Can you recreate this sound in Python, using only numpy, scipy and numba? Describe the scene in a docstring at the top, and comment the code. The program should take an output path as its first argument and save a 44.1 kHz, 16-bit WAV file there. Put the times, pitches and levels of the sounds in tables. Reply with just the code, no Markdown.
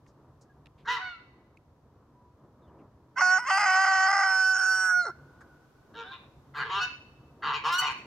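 """An open grass field, where geese honk and a shed and the tree line throw the honks back.
Each honk is a rattle of syrinx pulses that breaks into clear notes, coloured by resonances.
In the middle an animal close by, likely a dog, gives a short and a long whine: a whistle with
subharmonics, shaped by its muzzle. Below lie low rumble, the hum of a distant idling engine,
thin hiss, a few dry ticks and faint far birds."""
import sys
import numpy as np
from scipy import signal
from scipy.fft import rfft, irfft, next_fast_len
from scipy.io import wavfile
from scipy.ndimage import uniform_filter1d
from numba import njit

SR = 44100
rng = np.random.default_rng(int(sys.argv[2]) if len(sys.argv) > 2 else 0)


def dump_mix(stems):
    """Bounce the given channels to the path in sys.argv[1] as a 16-bit WAV at rate SR."""
    frames = np.atleast_2d(stems).T  # one column per channel
    limited = np.clip(frames, -1, 1)  # hard clip at full scale
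    pcm = np.round(limited * 32767).astype(np.int16)
    wavfile.write(sys.argv[1], SR, pcm)


N = 355425
T = np.arange(N) / SR
CUTOFF_HZ = 15900
WHINE_ATTACK_S, WHINE_RELEASE_S = .022, .013

# honk syllables: (start t/s, length t/s, relative level/dB, swell/dB, chest level/dB,
#   brightness level/dB, rasp level/dB, sizzle level/dB, top level/dB, peak pulse rate f/Hz,
#   lower resonance first f/Hz, last f/Hz, upper resonance f/Hz)
HONKS = [(0.846, 0.023, -42.5, 6.0, -2, -24.5, -18, -21, -31, 150, 1480, 1570, 3570),
         (0.87, 0.12, -31.5, -10, 5.0, -6, -7, -14.5, -27, 204, 1380, 1090, 3190),
         (1.0, 0.16, -39.5, -8.5, -4.0, -11.5, -12.5, -29, -38.0, 126, 1470, 1290, 2720),
         (5.935, 0.094, -44.5, 12.5, 3, -4, -4, -18.0, -31, 111, 1610, 1420, 3370),
         (6.04, 0.068, -50, 1, 1, -9.0, -0.5, -22.5, -31, 135, 1530, 1570, 3120),
         (6.1, 0.058, -47.5, -1.5, 4.5, -0.5, 4.5, -21, -29.5, 153, 1390, 980, 2720),
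         (6.537, 0.088, -33.5, 14.5, 0.5, -10.5, -11.5, -25, -27, 143, 1370, 1494, 2900),
         (6.635, 0.043, -45, 12, 7.5, -3, -7, -21, -31, 120, 1443, 1340, 3183),
         (6.685, 0.14, -33, 6.5, 7, -1.5, -6, -16.5, -30.5, 216, 1078, 1180, 3070),
         (6.803, 0.066, -31, -15, -11, -2, -9, -10, -25.5, 220, 1460, 1460, 2580),
         (7.419, 0.112, -29.5, 4.5, 3.5, -7.5, -11.5, -27, -39.5, 150, 1470, 1010, 2926),
         (7.525, 0.07, -39.5, -12, 8.5, 5, -2.5, -9.5, -27, 144, 1146, 899, 2600),
         (7.634, 0.094, -31.5, -0.5, 9, -2, -7, -10.5, -22.5, 169, 1098, 1210, 2830),
         (7.712, 0.07, -27, -6, -0.5, -8, -9, -10.5, -13, 204, 1152, 1501, 3080),
         (7.775, 0.041, -32.5, -7, 6, 7.5, 0, -4, 0, 136, 1440, 1470, 2960),
         (7.808, 0.11, -33, -10, 6.5, 1, -7, -12.5, -37, 141, 1180, 920, 2440)]
# clear notes in the honks: (start t/s, end t/s, first f/Hz, middle f/Hz, last f/Hz,
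#   level/dB over the rattle, even harmonics level/dB, overtone roll-off f/Hz)
NOTES = [(.868, 1.005, 900, 1008, 865, 10, 3, 3300), (.87, 1.015, 485, 468, 405, 1, 0, 3000),
         (.985, 1.185, 742, 728, 640, 20, 6, 5200), (5.945, 6.055, 450, 463, 445, 4, 0, 2200),
         (6.035, 6.125, 735, 765, 815, 9, 5, 2800), (6.1, 6.18, 345, 352, 340, 3, 0, 1200),
         (6.7, 6.825, 182, 197, 203, 8, 0, 1900), (6.795, 6.845, 1295, 1315, 1320, 7, 10, 3000),
         (6.8, 6.89, 722, 742, 733, 11, 9, 4500), (7.645, 7.72, 148, 163, 172, 7, 0, 2000),
         (7.69, 7.79, 338, 352, 362, 10, 0, 5500), (7.735, 7.825, 1410, 1468, 1492, 12, 0, 16000),
         (7.81, 7.885, 750, 738, 700, 1, 6, 6000)]
# whines: (start t/s, break into the low register t/s, end t/s, relative level/dB)
WHINES = [(3.154, 3.21, 3.409, 2.5), (3.385, 3.501, 5.108, 0.5)]
# thinning of the whine from a full cry to a whistle: (t/s, share 0-1)
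THINNING = [(3.19, 0.14), (3.25, 0.57), (3.38, 0.37), (3.48, 0.08), (4.22, 0.12), (4.45, 0.83), (4.68, 1),
            (4.87, 0.95), (5.03, 0.9), (5.07, 0.86)]


def amp(db):
    """Amplitude ratio of a level in decibels."""
    return 10 ** (np.asarray(db) / 20)


def unit(x):
    """Normalisation to rms 1."""
    return x / np.sqrt(np.mean(x ** 2) + 1e-20)


def curves(rows, t=T):
    """Linear interpolation in time of each column of a table."""
    times, *columns = np.transpose(rows)
    return [np.interp(t, times, column) for column in columns]


def at_hz(points, hz):
    """Interpolation of a spectrum on a log-frequency axis."""
    f, value = np.transpose(points)
    return np.interp(np.log(np.maximum(hz, 1)), np.log(f), value)


def colour(x, points):
    """Zero-phase filtering by a spectral envelope of (f/Hz, level/dB) points."""
    size = next_fast_len(N + SR // 4)
    gain = amp(at_hz(points, np.fft.rfftfreq(size, 1 / SR)))
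    return irfft(rfft(x, size) * gain, size)[..., :N]


def band(x, low_hz, high_hz, order=4):
    """Band-pass filtering."""
    sos = signal.butter(order, [low_hz, min(high_hz, .48 * SR)], "band", fs=SR, output="sos")
    return signal.sosfilt(sos, x + 1e-18)


def wobble(rate_hz, size=N):
    """Random modulation: low-passed noise of rms 1."""
    noise = rng.standard_normal(size + SR)
    return unit(signal.sosfilt(signal.butter(2, rate_hz, fs=SR, output="sos"), noise)[SR:])


def gate(start, end, edge_s, t=T):
    """Trapezoidal window between two times."""
    return np.clip(np.minimum(t - start, end - t) / edge_s + .5, 0, 1)


def progress(start, length, t=T):
    """Normalised time, -1 to 1 through an event."""
    return np.clip(2 * (t - start) / length - 1, -1, 1)


def envelope(start, end, attack_s, release_s):
    """Linear attack, hold and exponential decay."""
    return np.clip((T - start) / attack_s, 0, 1) * np.exp(-np.clip((T - end) / release_s, 0, 20))


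def articulate(source, levels, edges_hz, window_s):
    """Time-varying filtering by throat and mouth: each band is evened, then follows its own level."""
    out, size = np.zeros(N), int(window_s * SR)
    for level, low, high in zip(levels, edges_hz, edges_hz[1:]):
        part = band(source, low, high, order=6)
        power = uniform_filter1d(uniform_filter1d(part ** 2, size), size)
        out += level * part / np.sqrt(np.abs(power) + 1e-9)
    return out


def stereo_noise(spectrum, width):
    """Partial coherence: coloured noise common to both ears, plus a share in antiphase."""
    mid, side = colour(rng.standard_normal((2, N)), spectrum)
    return unit(mid + width * side * np.array([[1], [-1]]))


def engine_hum():
    """Amplitude modulation: the wavering partials of a distant idling engine throb together."""
    # engine partials: (f/Hz, relative level/dB)
    partials = [(102.3, -77.5), (140.0, -76), (242.2, -76)]
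    hum = 0
    for hz, db in partials:
        phase = 2 * np.pi * np.cumsum(hz * (1 + .0083 * wobble(8.7))) / SR
        hum += amp(db - 5.5) * np.sqrt(2) * np.sin(phase)
    return hum * (1 + .4 * np.cos(2 * np.pi * 17.3 * T))


def background():
    """Ambient noise: lumpy rumble, far air, engine hum and thin hiss add incoherently."""
    # course of the ambience: (t/s, relative rumble level/dB, relative air level/dB)
    field_levels = [(0.0, -65, -65.5), (1.08, -65, -65), (2.13, -65, -66.5), (2.96, -64.5, -63.5),
                    (3.39, -68.5, -65), (4.67, -74.5, -68.5), (5.12, -63.5, -63), (5.72, -69.5, -63),
                    (6.73, -62, -64.5), (7.63, -64.5, -61), (8.06, -67, -59)]
    # course of the hiss: (t/s, level/dB)
    hiss_levels = [(0, -73), (1.3, -75), (3.0, -74), (5.2, -67), (8.06, -69.5)]
    # spectra of the three noises: (f/Hz, relative level/dB)
    rumble_spectrum = [(12, -62.5), (20, -33.5), (70, -2.5), (108, -6.5), (140, 0.5), (180, -21),
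                       (230, -35.5), (400, -120)]
    air_spectrum = [(76, -21.5), (130, -5), (318, -2), (367, -4.5), (746, -11.5), (884, -13), (944, -8.5),
                    (1260, -15.5), (1480, -22), (1800, -27), (3000, -52.5), (3900, -60.5), (6600, -120)]
    hiss_spectrum = [(1000, 6.5), (2200, -5.5), (6000, -9.5), (9000, -17.5), (13000, -15), (15500, -23)]
    rumble_db, air_db = curves(field_levels)
    rumble_gain = amp(rumble_db + 3 + 2.8 * wobble(24))
    rumble = rumble_gain * unit(band(stereo_noise(rumble_spectrum, width=.029), 30, 400, order=2))
    air = amp(air_db + 2.5 + 2.37 * wobble(4.1)) * stereo_noise(air_spectrum, width=.076)
    hum = engine_hum()
    hiss = amp(curves(hiss_levels)[0]) * stereo_noise(hiss_spectrum, width=.94)
    return rumble + air + hum + hiss


def ticks(level_db, crack_db):
    """Damped transients: dry ticks and scuffs are band-limited noise bursts with a faint broad crack."""
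    # ticks: (t/s, relative peak level/dB, centre f/Hz, bandwidth/octaves, decay t/s)
    events = [(0.063, -64.5, 1700, 0.94, .002), (0.07, -74, 5300, 0.72, .012),
              (0.409, -67.5, 5740, 0.74, 0.0087), (0.658, -56.5, 2440, 1.3, .0015),
              (0.668, -57.5, 2370, 1.1, .0012), (0.777, -70.5, 2680, 1, 0.017),
              (1.571, -61, 2400, 0.22, .0015), (2.785, -76, 2380, 0.46, 0.011),
              (5.406, -55, 1380, 0.63, 0.0069)]
    out, t = np.zeros((2, N)), np.arange(SR // 8) / SR
    for start, db, hz, octaves, decay_s in events:
        noise = rng.standard_normal(len(t)) + .5 * rng.standard_normal((2, len(t)))
        burst = noise * t * np.exp(-t / decay_s)
        ring = band(burst, hz / 2 ** (octaves / 2), hz * 2 ** (octaves / 2), order=2)
        tick = ring + amp(crack_db) * band(burst, 1500, 6300, order=2)
        first = int(start * SR)
        out[:, first:first + len(t)] += amp(db + level_db) * tick / np.abs(tick).max()
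    return out


def far_birds():
    """Frequency modulation: thin gliding notes of far birds, made scratchy by pitch jitter."""
    # calls: (start t/s, length t/s, first f/Hz, last f/Hz, peak level/dB, jitter as a share)
    calls = [(0.49, 0.04, 1660, 1630, -62.5, .01), (2.124, 0.23, 988, 973, -61.5, .03),
             (2.61, 0.067, 3770, 3450, -77, 0.037), (2.665, 0.045, 3150, 2830, -78, .04)]
    out, scratch = np.zeros(N), wobble(300)
    for start, length, first_hz, last_hz, db, jitter in calls:
        hz = np.interp(T, [start, start + length], [first_hz, last_hz]) * (1 + jitter * scratch)
        out += amp(db) * (1 - progress(start, length) ** 2) * np.sin(2 * np.pi * np.cumsum(hz) / SR)
    return out


def honk_resonances(x, flutter_db=0, low_cut_hz=780):
    """Resonance: parallel peaks, each applied twice; the upper ones are driven through a low cut."""
    # resonances of the honk; the last is a thin, very high fizz on every honk: (f/Hz, nominal bandwidth f/Hz,
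    # level/dB)
    resonances = [(140.5, 9.4, 1.5), (447, 46, 0), (1120, 298, 10), (1595, 163, 3), (1920, 366, -2.5),
                  (3110, 880, 1), (4340, 570, -12.5), (6940, 160, -5), (14700, 870, -21.5)]
    out, upper_drive = 0, band(x, low_cut_hz, 16000)
    for hz, width_hz, db in resonances:
        b, a = signal.iirpeak(hz, hz / (1.84 * width_hz), fs=SR)
        drive = upper_drive if hz > low_cut_hz else x + 1e-18
        # each resonance swells by itself
        swell = amp(flutter_db * wobble(14.4, size=len(x))) if flutter_db else 1
        out = out + amp(db) * swell * signal.lfilter(b, a, signal.lfilter(b, a, drive))
    return out


def pulse_rate(slowing=.13):
    """Repetition frequency of the rattle: highest in mid-syllable, slower at both ends."""
    rate = np.full(N, float(HONKS[0][-4]))
    for start, length, *_, peak_hz, _, _, _ in HONKS:
        on = T >= start
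        rate[on] = peak_hz * (1 - slowing * progress(start, length, T[on]) ** 2)
    return rate


def rattle(jitter, uneven_db, rasp, puff_s, flutter_db):
    """Impulse excitation: uneven slaps of the syrinx, each with a puff of rasp, ring the resonances."""
    cycles = np.floor(np.cumsum(pulse_rate() * (1 + jitter * wobble(70))) / SR)
    pulses = np.diff(cycles, prepend=0) * amp(uneven_db * rng.standard_normal(N))
    decays = signal.lfilter([1], [1, -np.exp(-1 / (puff_s * SR))], pulses + 1e-18)
    puffs = decays * rng.standard_normal(N)
    return unit(honk_resonances(unit(pulses) + rasp * unit(puffs), flutter_db))


def clear_notes(jitter):
    """Periodic oscillation: the membranes lock into a harmonic tone on a short arched glide."""
    out, waver = np.zeros(N), 1 + jitter * wobble(220)
    for start, end, first_hz, middle_hz, last_hz, db, even_db, fade_hz in NOTES:
        on = slice(int(start * SR), int(end * SR))
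        u = np.linspace(-1, 1, on.stop - on.start)
        hz = middle_hz + u * (last_hz - first_hz) / 2 + u ** 2 * ((first_hz + last_hz) / 2 - middle_hz)
        phase = 2 * np.pi * np.cumsum(hz * waver[on]) / SR
        tone = sum(amp(even_db * (k % 2 == 0)) * np.cos(k * phase) / (1 + (k * middle_hz / fade_hz) ** 6)
                   for k in range(1, int(CUTOFF_HZ / middle_hz) + 1))
        out[on] += amp(db) * unit(honk_resonances(tone)) * (1 - u ** 4)
    return out


def shut_beak(x, below_db=-40.5, range_db=7):
    """Level-dependent filtering: the softer a syllable, the more it takes the shut beak's colour."""
    # response of the nearly shut beak: (f/Hz, level/dB)
    response = [(200, 9), (450, 12), (750, 0), (2200, 5), (2800, 3), (3800, 11.5), (4400, -8),
                (5200, -11.5), (7000, -18)]
    shut = sum(np.clip((below_db - db) / range_db, 0, 1) * envelope(start, start + length, .01, .05)
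               for start, length, db, *_ in HONKS)
    return x + np.minimum(shut, 1) * (colour(x, response) - x)


@njit
def driven_oscillator(x, step, damping):
    """A damped, driven oscillator: a two-pole band-pass of gain 1 whose centre moves."""
    out, low, mid = np.zeros(len(x)), 0., 0.
    for i in range(len(x)):
        low += step[i] * mid
        mid += step[i] * (x[i] - low - damping[i] * mid)
        out[i] = mid * damping[i]
    return out


def resonate(x, hz, width_hz):
    """Resonance at a frequency that changes with time."""
    hz = np.clip(hz, 300, 7000)
    return driven_oscillator(x, 2 * np.sin(np.pi * hz / SR), np.minimum(width_hz / hz, .5))


def moving_beak(x):
    """Formant motion: one resonance glides with the beak, one sits above, narrow ones wander."""
    lower, upper = np.full(N, float(HONKS[0][-3])), np.full(N, float(HONKS[0][-1]))
    for start, length, *_, first_hz, last_hz, upper_hz in HONKS:
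        on = T >= start
        lower[on] = np.interp(T[on], [start, start + length], [first_hz, last_hz])
        upper[on] = upper_hz
    x = x + amp(8.5) * resonate(x, lower, width_hz=314) + amp(9) * resonate(x, upper, width_hz=560)
    wandering = sum(resonate(x, hz * (1 + .06 * wobble(14)), width_hz=130)
                    for hz in (2650, 3700, 4400, 5400))
    return x + amp(7) * wandering


def honk_levels(lean_db_per_octave=8):
    """Band envelopes: each syllable is an arch of level with its own colour; overlaps add in power."""
    # loss at both ends of a syllable, per band from chest to top: (level/dB)
    arches = [6, 0.92, 6.9, 7.8, 8.2, 15]
    power = np.zeros((len(arches), N))
    for start, length, db, swell_db, chest_db, *upper_db, _, first_hz, last_hz, _ in HONKS:
        shape = envelope(start, start + length, attack_s=.016, release_s=.021)
        on = shape > 1e-4
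        u = progress(start, length, T[on])
        # as the lower resonance sinks, the chest gains on the band above it
        lean_db = lean_db_per_octave * np.log2(first_hz / last_hz) * u / 2
        for k, (band_db, arch_db) in enumerate(zip([chest_db + lean_db, -lean_db, *upper_db], arches)):
            power[k, on] += (shape[on] * amp(db + band_db + swell_db * u / 2 - arch_db * u ** 2)) ** 2
    return np.sqrt(power)


def geese():
    """Source and filter: rattle and clear notes pass through the same resonances and beak."""
    # band edges of a honk, from chest to top: (f/Hz)
    edges = [90, 1300, 2100, 3400, 4800, 7200, 16000]
    pulses = rattle(jitter=.055, uneven_db=1.8, rasp=.5, puff_s=.004, flutter_db=3)
    voice = moving_beak(shut_beak(pulses + clear_notes(jitter=.007)))
    return amp(-3) * articulate(voice, honk_levels(), edges, window_s=.0094)


def carry(boost_db=1, above_hz=600):
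    """Propagation gain: high clear notes carry best to the shed and trees."""
    high = sum(gate(start, end, .02) for start, end, _, hz, *_ in NOTES if hz > above_hz)
    return amp(boost_db * np.minimum(high, 1))


def field_echo(x, near_db, tail_db, t60, smear_s):
    """Reflection: ground scatter, smeared echoes and a thin tail from the trees, unlike at each ear."""
    # echoes off shed and trees: (delay t/s, relative level/dB)
    echoes = [(.075, -14.5), (0.116, -17), (.19, -30)]
    # response of the reflected paths: (f/Hz, level/dB)
    spectrum = [(200, -19), (900, -5.5), (1500, -7.5), (1950, 3.5), (2250, 14), (2650, 5.5), (3000, -3.5),
                (3600, -2.5), (4350, 3), (5300, -3.5), (12000, -8)]
    t = np.arange(SR) / SR

    def burst(delay_s, decay_s):
        """Diffuse reflection: delayed, decaying noise of unit mean energy per ear."""
        noise = rng.standard_normal((2, SR)) * (t > delay_s) * np.exp(-np.abs(t - delay_s) / decay_s)
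        return noise / np.sqrt(np.sum(noise ** 2) / 2)
    scatter = amp(-11) * burst(.0005, .003) + amp(near_db) * burst(.0063, .032)
    tail = amp(tail_db) * burst(.03, t60 / np.log(1000))
    response = scatter + tail + sum(amp(db) * burst(delay_s, smear_s) for delay_s, db in echoes)
    return colour(signal.fftconvolve(x[None], response, axes=1)[:, :N], spectrum)


def whine_gesture(high_ratio=1.6, scoop=.16, scoop_s=.033, swell_s=.036, break_s=.013):
    """Register break, as pitch and gain: a whine scoops up high, drops to its note and gives out."""
    # fundamental in the low register: (t/s, f/Hz)
    pitch = [(3.2, 366), (3.3, 367), (3.36, 373), (3.39, 362), (3.5, 378), (3.555, 388), (3.6, 418),
             (3.65, 405), (3.69, 371), (3.8, 383), (3.9, 383), (4.07, 379), (4.12, 402), (4.2, 397),
             (4.25, 381), (4.45, 377), (4.72, 377), (4.84, 374), (4.92, 365), (5.0, 361), (5.05, 340),
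             (5.11, 345)]
    flutter = np.sin(2 * np.pi * np.cumsum(41 + 5 * wobble(10)) / SR)
    note = curves(pitch)[0] * (1 + .007 * gate(3.55, 4.32, .1) * flutter)   # flutters in full cry
    hz, gain = note, np.zeros(N)
    for start, broken, end, db in WHINES:
        flat, held_back = (1 - np.exp(-(np.maximum(broken - T, 0) / s) ** 4) for s in (scoop_s, swell_s))
        hz = np.where((T >= start) & (T < broken), note * high_ratio * (1 - scoop * flat), hz)
        lead_in_db = (T < broken) * (-1.5 - 6 * held_back)
        give_out_db = -6.5 * np.exp(np.minimum(T - end, 0) / .028)
        shape = envelope(start, end, WHINE_ATTACK_S, WHINE_RELEASE_S)
        gain = np.maximum(gain, amp(db + lead_in_db + give_out_db) * shape)
    hz, gain = uniform_filter1d(np.array([hz, gain]), int(break_s * SR))
    return hz * (1 + .0015 * wobble(7.8)), np.maximum(gain, 0)


def whine_levels(gain, overtone_exponent=2.14, quiver_db=.7):
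    """Band envelopes: as the voice thins, the bands beside the whistle fade; each band quivers."""
    # bands below and above the whistle: (full-cry level/dB, change when thin/dB, exponent of the gain)
    flanks = [(-24.5, -18.5, 1.83), (-30, -27, 1.76)]
    # courses of the whistle and of the four top bands, in rising order: (t/s, relative level/dB)
    whistle_levels = [(3.17, -35), (3.203, -32), (3.216, -22), (3.372, -22), (3.395, -39), (3.46, -43),
                      (3.51, -30), (3.7, -28), (4.07, -27.5), (4.15, -29.5), (4.3, -24.5), (4.52, -22),
                      (4.56, -26), (4.69, -22.5), (4.8, -25.5), (4.92, -22), (4.995, -21.5), (5.02, -28),
                      (5.05, -33), (5.075, -31), (5.105, -37)]
    upper_middle = [(3.19, -43), (3.25, -56.5), (3.38, -51), (3.51, -36.5), (3.7, -41), (4.5, -52),
                    (4.87, -58), (4.96, -73)]
    squeal = [(3.399, -60), (3.7, -52.5), (4.519, -57.5), (4.72, -83.5), (4.92, -63.5), (5.03, -44.5),
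              (5.07, -51.5)]
    ring = [(3.301, -43.5), (3.55, -39.5), (4.05, -40), (4.13, -38.5), (4.3, -40), (4.8, -39), (5.0, -49.5),
            (5.05, -52)]
    treble = [(3.25, -59), (3.55, -48.5), (4.25, -55), (4.6, -51), (4.88, -46), (5.02, -61.5)]
    thin, = curves(THINNING)
    sounding = envelope(WHINES[0][0], WHINES[-1][2], WHINE_ATTACK_S, WHINE_RELEASE_S)
    whistle = amp(curves(whistle_levels)[0] - 1.5) * sounding
    upper = [amp(curves(rows)[0]) * gain ** overtone_exponent
             for rows in (upper_middle, squeal, ring, treble)]
    low, middle = [gain ** exponent * amp(db + thin * thin_db) for db, thin_db, exponent in flanks]
    return [level * amp(quiver_db * wobble(25)) for level in (low, whistle, middle, *upper)]


def mouth_formants(t):
    """Formant drift: the bright resonances move with the mouth and change height as the voice thins."""
    # resonances: (rest f/Hz, half width f/Hz, share of the drift, full-cry level/dB, thin level/dB)
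    formants = [(4490, 190, -0.25, 8.5, 3), (5257, 200, 0.9, 18, 27.5), (6542, 152, 0.47, 16, 19.5),
                (7660, 140, 0.25, 22.5, 2.5), (8500, 110, -0.2, 8, 19.5), (9920, 290, 0.057, 8, 13)]
    # path of the second resonance: (t/s, f/Hz)
    path = [(3.3, 5724), (3.55, 5050), (3.95, 5156), (4.22, 5224), (4.48, 5485), (4.68, 5540), (4.9, 5670),
            (5.0, 5970), (5.1, 5570)]
    drift_hz = curves(path, t)[0] - formants[1][0]
    thin, = curves(THINNING, t)
    return [(rest_hz + share * drift_hz, width_hz, full_db + thin * (thin_db - full_db))
            for rest_hz, width_hz, share, full_db, thin_db in formants]


def whine(whistle_db, even_db, odd_loss_db):
    """Period doubling: a whistle (harmonic 4) with three tiers of subharmonics, hoarse in stretches."""
    # hoarse stretches: (start t/s, end t/s, roughness 0-1)
    hoarse = [(3.15, 3.21, .5), (3.375, 3.503, .7), (3.565, 3.67, .9), (3.67, 4.08, .12),
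              (3.848, 3.872, .9), (4.08, 4.24, .7), (4.24, 4.3, .25), (4.54, 4.67, .65), (5.05, 5.12, .9)]
    # lines halfway between the harmonics: (t/s, relative level/dB)
    split_levels = [(3.15, -15), (3.7, -17.5), (4.2, -26), (4.32, -3.5), (4.5, -15.5), (4.75, -2),
                    (4.91, 2.5), (4.96, -34.5)]
    # response of the muzzle: (f/Hz, level/dB)
    muzzle = [(380, -67), (600, -18), (760, -7.5), (1140, -5.5), (1510, 10), (1750, -14.5), (2000, -6),
              (2300, -21), (2650, -24), (3050, -29.5), (3700, -70), (4300, -26), (6000, -35), (7200, -34.5),
              (8600, -33.5), (10200, -45.5), (11500, -51.5), (15500, -42.5)]
    # band edges of the whine: (f/Hz)
    edges = [560, 1300, 1780, 2350, 3600, 4450, 7200, 16000]
    start, end = WHINES[0][0], WHINES[-1][2]
    on = slice(int((start - .1) * SR), int((end + .07) * SR))
    t = T[on]
    pitch, gain = whine_gesture()
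    rough = .045 + sum(depth * gate(a, b, .012, t) for a, b, depth in hoarse)
    hz = pitch[on] * (1 + .042 * rough * wobble(85, size=len(t)))
    # cycle-to-cycle tremor blurs the high harmonics, less so as the voice thins
    tremor = np.interp(t, [4.2, 4.35], [.036, .011]) * wobble(250, size=len(t))
    phase = 2 * np.pi * np.cumsum(hz) / SR + tremor
    shiver = 1 + .25 * rough * wobble(90, size=len(t))
    split, formants = amp(curves(split_levels, t)[0]), mouth_formants(t)
    odd_db = -odd_loss_db * gate(4.945, end, .03, t)   # odd harmonics drop out at the very end
    tone, knots = np.zeros(len(t)), t[::1500]
    for k in np.arange(2, 84) / 2:
        weight = split if k % 1 else amp(whistle_db * (k == 4) + (odd_db if k % 2 else even_db))
        lift_db = sum(db * np.exp(-np.minimum(((k * hz - centre) / width) ** 2, 20))
                      for centre, width, db in formants)
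        # each overtone swells and fades by itself
        lift_db += 4 * (k > 5) * np.interp(t, knots, rng.standard_normal(len(knots)))
        response = (k * hz < CUTOFF_HZ) * amp(at_hz(muzzle, k * hz) + lift_db)
        tone += weight * response * np.cos(k * phase + rng.uniform(0, 2 * np.pi))
    breath = unit(colour(rng.standard_normal(N), muzzle))[on] * (1 + np.cos(phase))
    source = np.zeros(N)
    source[on] = unit(tone) * shiver + breath * (.005 + .055 * rough)
    return articulate(source, whine_levels(gain), edges, window_s=.026)


def close_up(x, lag_s):
    """Interaural cues: close up, each side has its own colour and the treble reaches the right later."""
    # left over right: (f/Hz, level/dB)
    balance = [(760, 5), (1140, -2), (1380, -3), (1510, -7), (1900, 4.5), (2650, -5.5), (3050, 10),
               (4500, 5.5), (5300, -2.5), (6600, 1.5), (9000, 3.5)]
    left, right = (colour(x, [(hz, side * db / 2) for hz, db in balance]) for side in (1, -1))
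    lag_change = np.interp(T - lag_s, T, right) - right
    return np.array([left, right + colour(lag_change, [(1500, -35), (3000, 5.5)])])


def far_ring(x, level_db, t60, low_hz, high_hz):
    """Reverberation: the whistle hangs on faintly among the far trees."""
    t = np.arange(2 * SR) / SR
    response = rng.standard_normal(len(t)) * amp(-60 * t / t60)
    response /= np.sqrt(np.sum(response ** 2))
    return amp(level_db) * signal.fftconvolve(band(x, low_hz, high_hz, order=2), response)[:N]


def croak(level_db, overtone_db):
    """Jittered glide: as the whine gives out, it croaks down about an octave."""
    hz = np.interp(T, [5.04, 5.07, 5.115], [690, 460, 310]) * (1 + .05 * wobble(200))
    phase = 2 * np.pi * np.cumsum(hz) / SR
    overtones = sum(np.sin(k * phase) for k in (2, 3)) * np.clip((2100 - 3 * hz) / 600, 0, 1)
    return amp(level_db) * gate(5.048, 5.105, .012) * (np.sin(phase) + amp(overtone_db) * overtones)


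def scene():
    """Superposition: far honks and their echoes, the close, nearly dry whine, ticks, birds and field."""
    honks = geese()
    cry = whine(whistle_db=-4, even_db=3, odd_loss_db=20.5) + croak(level_db=-42, overtone_db=-1)
    carried = carry() * honks + .16 * cry
    echo = field_echo(carried, near_db=-5, tail_db=-16.5, t60=.93, smear_s=.0085)
    echo += far_ring(cry, level_db=-33, t60=3.6, low_hz=1210, high_hz=1680)
    voices = honks + close_up(cry, lag_s=.000022) + echo
    return voices + ticks(level_db=10.5, crack_db=-24) + far_birds() + background()


def record(dry):
    """Band limiting: a steep low-pass cuts the top."""
    return signal.sosfilt(signal.ellip(12, .1, 80, CUTOFF_HZ, fs=SR, output="sos"), dry)


dry = scene()
out = record(dry)
dump_mix(out)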